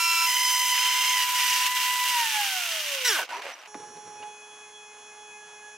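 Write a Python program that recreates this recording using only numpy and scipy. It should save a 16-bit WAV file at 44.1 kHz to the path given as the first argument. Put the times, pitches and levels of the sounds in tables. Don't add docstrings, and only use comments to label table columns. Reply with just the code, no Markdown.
import sys
import numpy as np
from scipy import signal
from scipy.fft import rfft, irfft, next_fast_len
from scipy.io import wavfile

SR = 44100
rng = np.random.default_rng(int(sys.argv[2]) if len(sys.argv) > 2 else 0)


def waveform_to_disk(signal):
    frames = np.transpose(np.atleast_2d(signal))
    scaled = np.clip(frames, -1, 1) * 32767
    samples = np.round(scaled).astype(np.int16)
    wavfile.write(sys.argv[1], SR, samples)


N = 254445
T = np.arange(N) / SR

# freq_hz, width_hz, gain_db
WHINE_PEAKS = [(948.3, 51.4, -27), (839.5, 30, -30.5), (753, 24, -40), (652, 58, -47), (552, 29, -39.5),
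               (433, 78, -35.5)]
# whine_multiple, gain_db
WHINE_OVERTONES = [(2, 0), (3, -10), (4, -12), (5, -13), (8, -14.5), (12, -11.5)]
# whine_multiple, gain_db
GRIND_PARTIALS = [(2, -15), (3, -13), (4, -6), (5, -11), (6, -14), (7, -17), (8, -7.5), (9, -20), (10, -13),
                  (11, -16), (12, -9), (13, -15), (16, -12)]
# freq_hz, width_hz, gain_db
JAM_MODES = [(1562, 140, 9.5), (3240, 310, -5), (5530, 370, 6)]
# whirl_multiple, added_whine_multiple, gain_db
SQUEAL_PARTIALS = [(1, 0, -3), (1, 1, -4.5), (2, 0, 1), (3, 0, -7), (3, 1, -6.5), (4, 0, -2), (5, 0, -9.5),
                   (5, 1, -25), (6, 1, -16), (7, 0, -18)]
# freq_hz, gain_db
BLOW_SPECTRUM = [(150, -52.5), (300, -33), (480, -32), (560, -22), (700, -25.5), (900, -10), (1180, -13.5),
                 (1500, -8.5), (1800, -6), (2400, -2.5), (3000, -3), (3800, -7.5), (4600, -10), (6200, -8),
                 (7500, -23.5)]
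# freq_hz, width_hz, gain_db
COLLET_MODES = [(1480, 27, 1.5), (2340, 84, -12), (2782, 46, 4), (2903, 45, 1.5), (3162, 27, 7),
                (3590, 29, -0.5), (5070, 180, -14), (6400, 180, -15)]
# freq_hz, gain_db
HISS_SPECTRUM = [(4120, -7.5), (7000, -3), (7620, -4.5), (9200, -4), (9650, -7), (11700, -4), (15100, -11),
                 (15700, -11)]
# start_s, end_s, blows_change_db, hiss_change_db
SEATINGS = [(0, 0.734, -3.5, 1), (1.245, 1.33, -2, -1), (1.345, 1.625, 1.1, 1.1), (1.658, 1.674, 3, 2),
            (1.68, 1.749, -4, -3), (1.757, 1.775, 2, -.5), (1.87, 2.043, -1.5, -0.1),
            (2.96, 3.02, -1.5, -3)]
# freq_hz, gain_db
SHUDDER_SPECTRUM = [(25, 3), (60, -4), (150, -0.5), (300, -7), (600, -22), (3000, -32)]
# time_s, pitch_hz, brightness_db_per_octave
CHATTER_COURSE = [(.27, 1015, -4.5), (.52, 1021, -0.5), (.76, 1013, -3.5), (1.13, 1051, -4.5),
                  (1.23, 967, -9), (1.36, 1005, -3), (1.49, 985, 1.5), (1.6, 926.5, -3), (1.68, 927, -10)]
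# whirl_multiple, gain_db
CHATTER_PARTIALS = [(2, -3), (3, 0), (4, -12), (5, -0.5), (6, -0.5), (7, -8), (8, -12), (9, -10)]
# start_s, end_s, gain_db
BOUTS = [(.262, 1.24, -32.5), (1.34, 1.68, -36.5)]
# start_s, length_s, pitch_hz, width_hz, level_db
SLIPS = [(3.145, .105, 1490, 30, -35), (3.185, .022, 920, 60, -32), (3.16, .07, 620, 160, -43),
         (3.29, .042, 1490, 40, -41), (3.312, .06, 960, 45, -34.5), (3.365, .06, 1010, 40, -43),
         (3.345, .07, 400, 40, -49), (3.43, .08, 565, 50, -45), (3.3, .13, 5850, 160, -56),
         (3.525, .03, 5840, 60, -50), (3.588, .025, 5800, 60, -57)]
# freq_hz, gain_db
FIBRE_SPECTRUM = [(150, -57), (270, -18.5), (400, -18.5), (700, -4.5), (1200, -7.5), (2000, -7.5),
                  (2800, -7), (3400, -15), (5900, -20), (7600, -25.5), (14000, -35.5)]
# start_s, end_s, level_db
BIT_PUSHES = [(3.24, 3.285, -50.5), (3.287, 3.399, -38.5), (3.415, 3.515, -39), (3.515, 3.643, -47.5),
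              (3.648, 3.668, -47)]
# start_s, level_db, centre_hz, width_hz, decay_s
CONTACTS = [(3.289, -45, 3040, 700, 0.015), (3.421, -34.5, 2400, 2200, 0.0033),
            (3.744, -35, 890, 1420, .008), (3.752, -39, 293, 221, 0.012), (4.226, -44, 2650, 990, 0.012),
            (4.229, -40.5, 1000, 1400, 0.0091)]
# step_multiple, level_db
STEADY_HARMONICS = [(2, -57.5), (14, -73), (20, -69.5), (25, -67.5), (28, -68.5), (29, -68.5), (30, -67.5),
                    (31, -60), (32, -62.5), (33, -65.5), (35, -69), (43, -78.5), (47, -74), (51, -64)]
# step_multiple, early_db, late_db, change_s, swell_db, crest_s, pan_left_db
SWELLING_HARMONICS = [(4, -48.5, -55, 4.33, 0.5, 4.77, -6), (8, -61, -55, 5.36, 3, 5.44, -4),
                      (10, -83, -73, 4.55, 9, 4.68, 1), (12, -66, -55, 4.14, 3, 4.41, 7.5),
                      (16, -62.5, -57.5, 4.14, 1, 4.3, -1.5), (27, -56.5, -65, 4.19, 1, 4.4, -2)]
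# freq_hz, gain_db
SLIDE_SPECTRUM = [(100, -20), (200, -8), (450, -11), (620, -4), (950, 3), (1400, -1.5), (2000, -7),
                  (2700, -9), (4000, -14.5), (6500, -15), (8000, -15), (10800, -12), (11300, -45)]
# freq_hz, gain_db
DRAG_SPECTRUM = [(60, -32), (130, -4), (300, -3), (430, 7), (600, -7), (850, -4), (1900, -11.5),
                 (4500, -19), (6000, -30), (9000, -17), (10800, -17), (11300, -50)]
# freq_hz, side_gain_db
SIDE_SPECTRUM = [(100, -10), (500, -18), (1000, -16.5), (2500, -9.5), (5000, -6), (9000, -3.5),
                 (14000, -2.5)]
# freq_hz, left_minus_right_db
BALANCE = [(100, 0.5), (600, -1.7), (1000, 0), (2200, -2.5), (4500, -1.3), (14000, -1.4)]

WHINE_HZ, OFF_S = 993, 2.113
TOUCH_S, BITE_S, STALL_S = 3.043, 3.075, 3.255
STEP_HZ, LIFT_S = 210, 3.672


def undb(db):
    return 10 ** (np.asarray(db) / 20)


def unit(x):
    return x / np.sqrt(np.mean(x ** 2))


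def noise():
    return rng.standard_normal(N)


def walk(rate_hz):
    knots = np.arange(int(T[-1] * rate_hz) + 2) / rate_hz
    return np.sqrt(3 / 2) * np.interp(T, knots, rng.standard_normal(len(knots)))


def gate(start_s, end_s, attack_s, release_s):
    return np.clip((T - start_s) / attack_s, 0, 1) * np.exp(-np.maximum(T - end_s, 0) / release_s)


def colour(x, spectrum):
    hz, db = np.transpose(spectrum)
    size = next_fast_len(N, True)
    octave = np.log2(np.arange(size // 2 + 1) * SR / size + 1)
    beyond = np.maximum(np.log2(hz[0]) - octave, 0) + np.maximum(octave - np.log2(hz[-1]), 0)
    return irfft(rfft(x, size) * undb(np.interp(octave, np.log2(hz), db) - 60 * beyond), size)[:N]


def ring(x, hz, width_hz):
    return signal.lfilter(*signal.iirpeak(hz, hz / width_hz, fs=SR), x)


def resonate(x, modes):
    return sum(undb(db) * ring(x, hz, width_hz) for hz, width_hz, db in modes)


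def turn(hz):
    return 2 * np.pi * np.cumsum(hz) / SR


def tone(phase, flicker_db, rate_hz):
    return np.sqrt(2) * np.sin(phase + rng.uniform(0, 2 * np.pi)) * undb(flicker_db * walk(rate_hz))


def impacts(rate_hz, spread_db):
    return unit((rng.random(N) < rate_hz / SR) * noise() * undb(spread_db * noise()))


def spindle_speed():
    coast_s, bite_s = np.maximum(T - OFF_S, 0), np.maximum(T - BITE_S, 0)
    coast_loss_hz = 590 * coast_s - 68 * coast_s ** 2
    brake_loss_hz = 1250 * bite_s + 4900 * bite_s ** 2
    return np.maximum((WHINE_HZ - coast_loss_hz - brake_loss_hz) / WHINE_HZ, 0)


def spindle(phase, speed, jam):
    drive = tone(phase, flicker_db=1.24, rate_hz=55) * np.minimum(speed / 0.5, 1) ** 2
    growth_db = 2 * np.minimum(T / 0.88 - 1, 0)
    whine = undb(growth_db) * resonate(drive, WHINE_PEAKS)
    damping_db = -7.5 * gate(0, BOUTS[-1][1], attack_s=0.0014, release_s=0.055)
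    overtones = sum(undb(db + damping_db * 2 / k) * tone(round(k) * phase, flicker_db=3, rate_hz=23)
                    for k, db in WHINE_OVERTONES)
    juddering = phase + 0.15 * walk(400)
    grind = sum(undb(db) * tone(round(k) * juddering, flicker_db=2.5, rate_hz=90)
                for k, db in GRIND_PARTIALS)
    grind = signal.sosfilt(signal.butter(4, 450, "high", fs=SR, output="sos"), grind)
    grind = grind + resonate(grind, JAM_MODES)
    return whine + overtones * undb(-35) * speed ** 3.2 + grind * undb(-23.5) * jam * speed ** 0.79


def squeal(phase):
    start_hz, sag_hz_per_s = 1359, 61.3
    roll = turn((start_hz - sag_hz_per_s * T) * (1 + 0.0056 * walk(307)))
    partials = sum(undb(db) * tone(round(k) * roll + round(m) * phase, flicker_db=1.5, rate_hz=77)
                   for k, m, db in SQUEAL_PARTIALS)
    return partials * undb(-30.5) * gate(0, 0.256, attack_s=0.0019, release_s=0.01)


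def rattle(spurts, speed, jam):
    blows = colour(impacts(rate_hz=14000, spread_db=-0.45), BLOW_SPECTRUM)
    blows = unit(blows + resonate(blows, COLLET_MODES))
    hiss = unit(colour(noise(), HISS_SPECTRUM))
    blows_db, hiss_db = -28.5 + 2.5 * jam, -33.5 + 9.5 * jam
    for start_s, end_s, blows_change_db, hiss_change_db in SEATINGS:
        spell = gate(start_s, end_s, attack_s=0.006, release_s=0.0033)
        blows_db += blows_change_db * spell
        hiss_db += hiss_change_db * spell
    drive = np.maximum(speed, 0.033 * gate(0, STALL_S, attack_s=0.01, release_s=0.0098))
    return spurts * (blows * undb(blows_db) * drive ** 0.59 + hiss * undb(hiss_db) * drive ** 1.12)


def shudder(speed, jam, lifting):
    shake = undb(-76) * speed ** 6.5 + undb(-82) * jam + undb(-81.5) * lifting + undb(-97)
    return shake * unit(colour(noise(), SHUDDER_SPECTRUM))


def chatter():
    time_s, pitch_hz, brightness = np.transpose(CHATTER_COURSE)
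    tilt_db_per_octave = np.interp(T, time_s, brightness)
    jitter = np.interp(T, [0.6, 1.15, 1.35], [0.014, 0.017, 0.045])
    roll = turn(np.interp(T, time_s, pitch_hz) * (1 + jitter * walk(1200) + 0.003 * walk(45.02)))
    partials = 0
    for k, db in CHATTER_PARTIALS:
        gain = undb(db + tilt_db_per_octave * max(np.log2(k / 3), 0))
        slip_rad = 0.63 * walk(260)
        partials += gain * tone(round(k) * roll + slip_rad, flicker_db=3, rate_hz=220)
    return partials * sum(undb(db) * gate(start_s, end_s, attack_s=0.01, release_s=0.0089)
                          for start_s, end_s, db in BOUTS)


def creaks():
    out = 0
    for start_s, length_s, pitch_hz, width_hz, db in SLIPS:
        progress = np.clip((T - start_s) / length_s, 0, 1)
        swell = np.sqrt(np.maximum(np.sin(np.pi * progress), 0))
        phase = turn(pitch_hz + 0.822 * width_hz * walk(400))
        out += undb(db) * swell * tone(phase, flicker_db=2.5, rate_hz=250)
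    return out


def crunch():
    snaps = impacts(rate_hz=3100, spread_db=0) + 0.5 * noise()
    pushes = sum(undb(db) * gate(start_s, end_s, attack_s=0.0052, release_s=0.011)
                 for start_s, end_s, db in BIT_PUSHES)
    return unit(colour(snaps, FIBRE_SPECTRUM)) * pushes


def knocks():
    out = 0
    for start_s, db, hz, width_hz, decay_s in CONTACTS:
        burst = noise() * (T >= start_s) * np.exp(-np.abs(T - start_s) / decay_s)
        band_makeup = np.sqrt(2 * SR / (np.pi * width_hz))
        out += undb(db) * band_makeup * ring(ring(burst, hz, width_hz), hz, width_hz)
    return out


def stepper():
    swell_period_s, crossfade_s = 0.231, 0.11
    phase = turn(STEP_HZ * (1 + 0.000214 * walk(29.9)))
    buzz = sum(undb(db) * tone(round(k) * phase, flicker_db=0.9, rate_hz=13)
               for k, db in STEADY_HARMONICS)
    for k, early_db, late_db, change_s, swell_db, crest_s, pan_left_db in SWELLING_HARMONICS:
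        late = np.clip((T - change_s) / crossfade_s + 0.5, 0, 1)
        swell = np.cos(2 * np.pi * (T - crest_s) / swell_period_s)
        singing = (round(k) == 4) * gate(4.13, 4.28, attack_s=0.06, release_s=0.021)
        db = early_db + late * (late_db - early_db + swell_db * swell) + 6 * singing
        offset_db = (pan_left_db + 1.5 * singing) / 2
        gains = undb([db + offset_db, db - offset_db])
        buzz = buzz + gains * tone(round(k) * phase, flicker_db=2.2, rate_hz=25)
    step_ticks = sum(np.sin(k * phase) for k in range(3, 51))
    return buzz + undb(-86) * step_ticks


def slide():
    motor_hz, width_hz = 442, 46
    rustle = unit(colour(noise(), SLIDE_SPECTRUM)) * undb(-55.5 + 0.91 * walk(16.2))
    hum = unit(ring(ring(noise(), motor_hz, width_hz), motor_hz, width_hz))
    return rustle + undb(-71) * hum


def shank_drag():
    start_s, end_s, fade_db_per_s = 3.765, 4.28, 11.5
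    grip = gate(start_s, end_s, attack_s=0.02, release_s=0.06)
    friction = unit(colour(impacts(rate_hz=1400, spread_db=-1), DRAG_SPECTRUM))
    level_db = -51.5 - fade_db_per_s * np.maximum(T - start_s, 0) + 3.1 * walk(38.4)
    return friction * grip * undb(level_db)


def spread(tones, mid_noise, side_noise):
    quadrature = signal.hilbert(tones.mean(axis=0), next_fast_len(N))[:N].imag
    side = colour(side_noise + 0.68 * quadrature, SIDE_SPECTRUM)
    return tones + mid_noise + np.array([side, -side])


def off_centre(pair):
    hz, db = np.transpose(BALANCE)
    size = next_fast_len(N, True)
    balance_db = np.interp(np.arange(size // 2 + 1) * SR / size, hz, db)
    return irfft(rfft(pair, size) * undb([balance_db / 2, -balance_db / 2]), size)[:, :N]


def scene():
    speed = spindle_speed()
    phase = turn(WHINE_HZ * speed * (1 + 0.00088 * walk(41.25) + 0.001516 * walk(4)))
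    jam = gate(TOUCH_S, STALL_S, attack_s=0.01, release_s=0.03)
    lifting = np.clip((T - LIFT_S) / 0.0043, 0, 1)
    spurts = undb(walk(350) + 0.5 * walk(45)) * (1 + 0.044 * np.cos(phase / 2))
    tones = spindle(phase, speed, jam) + squeal(phase) + chatter() + creaks() + knocks()
    tones = tones + lifting * stepper()
    mid_noise, side_noise = [
        rattle(spurts, speed, jam) + crunch() + lifting * (slide() + shank_drag())
        + shudder(speed, jam, lifting) for _ in range(2)]
    return off_centre(spread(tones, mid_noise, side_noise))


def record(dry):
    cutoff_hz = 15750
    return signal.sosfilt(signal.ellip(10, 0.1, 80, cutoff_hz, fs=SR, output="sos"), dry)


dry = scene()
out = record(dry)
waveform_to_disk(out)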